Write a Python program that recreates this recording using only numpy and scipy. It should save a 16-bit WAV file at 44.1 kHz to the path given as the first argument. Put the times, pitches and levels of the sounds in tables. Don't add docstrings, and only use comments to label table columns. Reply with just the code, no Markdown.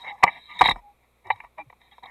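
import sys
import numpy as np
from scipy import signal
from scipy.fft import rfft, irfft
from scipy.io import wavfile

SR = 44100
rng = np.random.default_rng(int(sys.argv[2]) if len(sys.argv) > 2 else 0)


def unload_audio(sound):
    columns = np.transpose(np.atleast_2d(sound))
    steps = np.round(np.clip(columns, -1, 1) * 32767)
    wavfile.write(sys.argv[1], SR, steps.astype(np.int16))


N = 92610
T = np.arange(N) / SR

# frequency in Hz, relative level in dB, t60 in seconds when knocked.
HOLLOW = [(518.3, -17.5, 0.042), (700.4, -7.5, 0.031), (772.3, -2, 0.025), (871, -1.5, .038),
          (967.5, 0.5, .032), (1154, -5.5, 0.036), (1244, -15, 0.028)]
CLACK = [(1707, -8, 0.018), (1849, -3, 0.023), (2006.6, -0.5, 0.022), (2151, 0, 0.019), (2313, -5, .038),
         (2702, -7, 0.024), (2979, -10, 0.049)]
RING = [(3260, -11, .026), (3680, -6, .022), (3785, 0, .036), (3870, -1, .028), (4000, -8, .02)]
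TICK = [(4800, -2, .006), (5400, 0, .008), (6500, -5, .005), (7200, -5, .006), (8100, -4, .009),
        (8950, -5, .008), (11200, -5, .008), (12500, -10, .004)]
FAMILIES = (HOLLOW, CLACK, RING, TICK)
# low edge in Hz, high edge in Hz.
FAMILY_BANDS_HZ = [(400, 1840), (1600, 2509), (3150, 4300), (4700, 40000)]

COLOUR_SPREAD_DB = 2.5
GRIP_DETUNE = 0.008
PHASE_SPREAD_RAD = 0.5


def from_db(db):
    return 10 ** (np.asarray(db) / 20)


def rms_one(x):
    return x / np.sqrt(np.mean(x ** 2) + 1e-20)


def through(x, response):
    return signal.fftconvolve(x, response)[:N]


def add(out, start, x):
    i = int(np.clip(start * SR, 0, N - 1))
    out[i:i + len(x)] += x[:N - i]


def band(x, edges_hz, order=3):
    edges_hz = np.clip(edges_hz, 10, 0.45 * SR)
    return signal.sosfilt(signal.butter(order, edges_hz, "band", fs=SR, output="sos"), x)


def struck(modes, edges_hz, spread_db=0, detune=0, size=11000, count=200):
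    t = T[:size]
    ringing = np.zeros(size)
    for k, (hz, db, t60) in enumerate(modes):
        strength, shift, phase = rng.normal(size=3)
        decay = from_db(db + spread_db * strength - 60 * t / t60)
        angle = 2 * np.pi * hz * (1 + detune * shift) * t + PHASE_SPREAD_RAD * phase
        ringing += (-1) ** k * decay * np.sin(angle)
    ringing = band(ringing, edges_hz)
    return ringing / np.sqrt(np.mean(ringing[:count] ** 2))


def background():
    # frequency in Hz, relative level in dB.
    floor = [(25, -8.5), (87, -13.5), (190, -11), (285, -18.5), (380, -11), (1150, -13), (1600, -23.5),
             (2400, -12.5), (2900, -29), (3850, -20), (4700, -34.5), (13000, -28), (16000, -45.5)]
    # frequency in Hz, rms level in dB.
    hum_lines = [(59.5, -70.5), (119, -79), (241, -81.5)]
    floor_db = -67.5
    hz, db = np.transpose(floor)
    log_hz = np.log(np.fft.rfftfreq(N, 1 / SR) + 1)
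    shape = from_db(np.interp(log_hz, np.log(hz), db))
    hiss = from_db(floor_db) * rms_one(irfft(rfft(rng.standard_normal(N)) * shape, N))
    hum = sum(from_db(level) * rms_one(np.sin(2 * np.pi * f * T)) for f, level in hum_lines)
    return hiss + hum


def room(x):
    room_db, room_t60_s = -24.5, 0.11
    tail = rng.standard_normal(N) * from_db(-60 * T / room_t60_s)
    return from_db(room_db) * through(x, tail / np.linalg.norm(tail))


def mount():
    # frequency in Hz, relative level in dB, t60 in seconds.
    mount_modes = [(56.6, -12, 0.089), (123, 6, 0.047), (181, -1.5, 0.1), (252, 2.5, 0.048),
                   (320.5, 1, 0.086), (392, 6.5, 0.067)]
    # low edge in Hz, high edge in Hz.
    mount_band_hz = (55, 310)
    # start in seconds, early rms level in dB.
    thumps = [(.233, -32), (.27, -48), (0.607, -33.5), (0.623, -34), (.655, -39), (0.6853, -32.5),
              (.711, -39), (0.761, -51)]
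    # start in seconds, early rms level in dB.
    sways = [(.614, -45), (.709, -40.5)]
    sway_hz, sway_t60_s = 39, 0.24
    out = np.zeros(N)
    for start, db in thumps:
        thump = struck(mount_modes, mount_band_hz, COLOUR_SPREAD_DB, count=500)
        add(out, start, from_db(db) * thump)
    for start, db in sways:
        sway = struck([(sway_hz, 0, sway_t60_s)], (28, 90), count=1300)
        add(out, start, from_db(db) * sway)
    return out


def friction_notes(rows, sag=0):
    pitch_waver = 0.018
    pole = np.exp(-2 * np.pi * 100 / SR)
    out = np.zeros(N)
    for start, length, hz, db in rows:
        progress = np.clip((T - start) / length, 0, 1)
        waver = pitch_waver * rms_one(signal.lfilter([1], [1, -pole], rng.standard_normal(N)))
        pitch = hz * (1 + waver + sag * (0.5 - progress))
        note = rms_one(np.sin(2 * np.pi * np.cumsum(pitch) / SR))
        out += from_db(db) * np.sin(np.pi * progress) ** 2 * note
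    return out


def groans():
    # start in seconds, length in seconds, mid-note pitch in Hz, peak rms level in dB.
    groan_rows = [(.54, 0.05, 185, -58), (1.238, .06, 375, -54), (1.245, .06, 100, -56),
                  (1.295, .09, 105, -52.5), (1.42, .06, 50, -57.5), (1.58, 0.08, 305, -57),
                  (1.655, 0.049, 125, -52.5)]
    return friction_notes(groan_rows, sag=0.23)


def squeaks():
    # start in seconds, length in seconds, pitch in Hz, peak rms level in dB.
    squeak_rows = [(.08, .09, 815, -39.5), (.273, 0.019, 2020, -20.5), (.3, 0.34, 3870, -57),
                   (.47, 0.092, 1200, -47.5), (.798, 0.15, 824, -50), (1.296, 0.047, 3806, -44),
                   (1.309, 0.042, 824, -38.5), (1.573, 0.054, 824, -36.5), (1.573, .065, 2370, -43),
                   (1.574, 0.035, 630, -41), (1.908, 0.028, 3300, -58)]
    return friction_notes(squeak_rows)


def slips(size):
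    slips_per_s, slip_spread_db = 1800, 3
    excess = np.minimum(rng.exponential(1, size), 4)
    strengths = from_db(slip_spread_db * excess) * rng.choice([-1, 1], size)
    return strengths * (rng.random(size) < slips_per_s / SR)


def stroke(start, length):
    attack_s, release_s = 0.02, 0.028
    swell = np.clip((T - start) / attack_s, 0, 1)
    release = np.clip((start + length - T) / release_s, 0, 1)
    return swell * release


def rubs(size=12000):
    # start in seconds, length in seconds, hollow, clack, ring and tick rms levels in dB.
    rub_rows = [ (-.02, 0.071, -52.5, -57, -45, -69.5), (0.028, 0.079, -43, -42, -56.5, -74),
                (0.061, 0.07, -40.5, -36.5, -47, -76), (0.106, 0.076, -49, -62.5, -66, -76.5),
                (0.162, 0.17, -54.5, -61, -71.5, -80), (0.255, 0.057, -33, -32.5, -60, -88),
                (0.287, 0.12, -51, -49.5, -53.5, -77), (0.345, 0.032, -50.5, -40, -69, -74),
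                (0.368, 0.16, -68.5, -61, -57.5, -81), (0.483, 0.067, -52.5, -44, -53.5, -77),
                (0.527, 0.17, -49, -47, -48.5, -73), (0.61, 0.13, -42, -38.5, -42, -60.5),
                (0.721, 0.091, -50, -62.5, -73.5, -75.5), (1.022, 0.041, -61, -65.5, -82, -89.5),
                (1.24, 0.089, -48, -51.5, -73.5, -84), (1.318, 0.17, -56.5, -60.5, -74, -84),
                (1.573, 0.055, -41, -49, -65, -80), (1.796, 0.12, -67.5, -67, -68.5, -95.5),
                (1.903, 0.057, -61, -60, -61, -83), (1.937, 0.086, -77, -71.5, -67.5, -83),
                (2.024, 0.047, -40, -49.5, -59, -88), (2.053, 0.1, -53.5, -52.5, -75, -78.5)]
    light_touch_ring = 2.2
    colour_db = 3
    rumble_db, rumble_follows = -40, 0.57
    out, pressure = np.zeros(N), np.zeros(N)
    for start, length, *levels in rub_rows:
        envelope, scrape = stroke(start, length), np.zeros(N)
        for modes, edges, db in zip(FAMILIES, FAMILY_BANDS_HZ, levels):
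            freer = [(hz, level, t60 * light_touch_ring) for hz, level, t60 in modes]
            ringing = struck(freer, edges, colour_db, GRIP_DETUNE, size=3000)
            rubbed = signal.fftconvolve(slips(size), ringing, "valid")
            add(scrape, start, from_db(db) * rms_one(rubbed))
        out += envelope * scrape
        pressure += from_db(levels[0]) * envelope
    rumble = rms_one(band(slips(N), (110, 330), order=2))
    return out + from_db(rumble_db) * pressure ** rumble_follows * rumble


def contacts(size=900, count=260):
    # start in seconds, then hollow, clack, ring and tick early rms levels in dB.
    contact_rows = [ (.0455, -43, -59, -50, -81), (.2258, -28, -34, -66, -83),
                    (.2295, -29.5, -19, -48, -64), (0.2332, -12.5, -12.5, -32, -52.5),
                    (.236, -6, -8.5, -69, -32.5), (.2445, -20.5, -38, -52, -66),
                    (0.2654, -28, -32, -67, -85.5), (0.2762, -23.5, -25, -64, -83),
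                    (0.2861, -33, -43, -76, -74), (0.5903, -47, -35.5, -29.5, -52.5),
                    (0.599, -39, -38, -41.5, -54), (0.6101, -8.5, -21.5, -29.5, -40.5),
                    (0.6161, -6.5, -18, -33, -41), (0.6269, -21, -25.5, -34, -51),
                    (.6392, -26, -28.5, -24, -57), (.6435, -28, -39, -35, -56),
                    (0.6494, -38, -24.5, -25.5, -56), (0.655, -16.5, -19.5, -22.5, -47.5),
                    (0.66, -38, -25, -20, -55), (0.6675, -34, -25, -32, -58.5),
                    (.6757, -41, -34, -24.5, -46), (.6825, -22.5, -34, -46, -69),
                    (0.687, -19, -17, -45, -61.5), (0.6932, -26, -32.5, -21, -41.5),
                    (0.706, -22.5, -37, -42.5, -56.5), (.7108, -24, -23.5, -26.5, -57),
                    (0.7138, -51, -33, -29, -50), (.7595, -35.5, -50.5, -79, -73),
                    (1.2698, -46.5, -58, -59.5, -66.5), (1.3022, -17, -20, -46.5, -78),
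                    (1.3075, -25.5, -25.5, -46, -93), (1.3598, -54.5, -58, -62.5, -72),
                    (1.4023, -41.5, -38.5, -73, -76), (1.438, -46, -56, -78.5, -75),
                    (1.4454, -44, -51.5, -76, -77), (1.5818, -39, -43.5, -78.5, -74.5),
                    (1.6989, -48, -49.5, -69, -83), (1.727, -48.5, -59.5, -75.5, -91),
                    (1.8138, -62, -57, -63.5, -79.5), (1.9815, -45, -59, -66, -79),
                    (2.0329, -55, -53, -53, -71), (2.057, -48, -66, -47, -74)]
    crunch_shares = (0.351, .45, 0.698, 1.602)
    crunch_s = 0.0026
    out = np.zeros(N)
    for start, *levels in contact_rows:
        for modes, edges, crunch, db in zip(FAMILIES, FAMILY_BANDS_HZ, crunch_shares, levels):
            force = rng.standard_normal(size) * np.exp(-T[:size] / crunch_s)
            force *= crunch / np.linalg.norm(force)
            force[0] += 1
            ringing = struck(modes, edges, COLOUR_SPREAD_DB, GRIP_DETUNE)
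            blow = signal.fftconvolve(force, ringing)
            add(out, start, from_db(db) * blow / np.sqrt(np.mean(blow[:count] ** 2)))
    return out


def scene():
    handling = mount() + groans() + squeaks() + rubs() + contacts()
    return (background() + room(handling) + handling)[None]


def record(dry):
    overload, knee = 0.71, 8
    cutoff_hz = 16900
    clipped = dry / (1 + np.abs(dry / overload) ** knee) ** (1 / knee)
    return signal.sosfilt(signal.cheby2(12, 60, cutoff_hz, fs=SR, output="sos"), clipped)


dry = scene()
out = record(dry)
unload_audio(out)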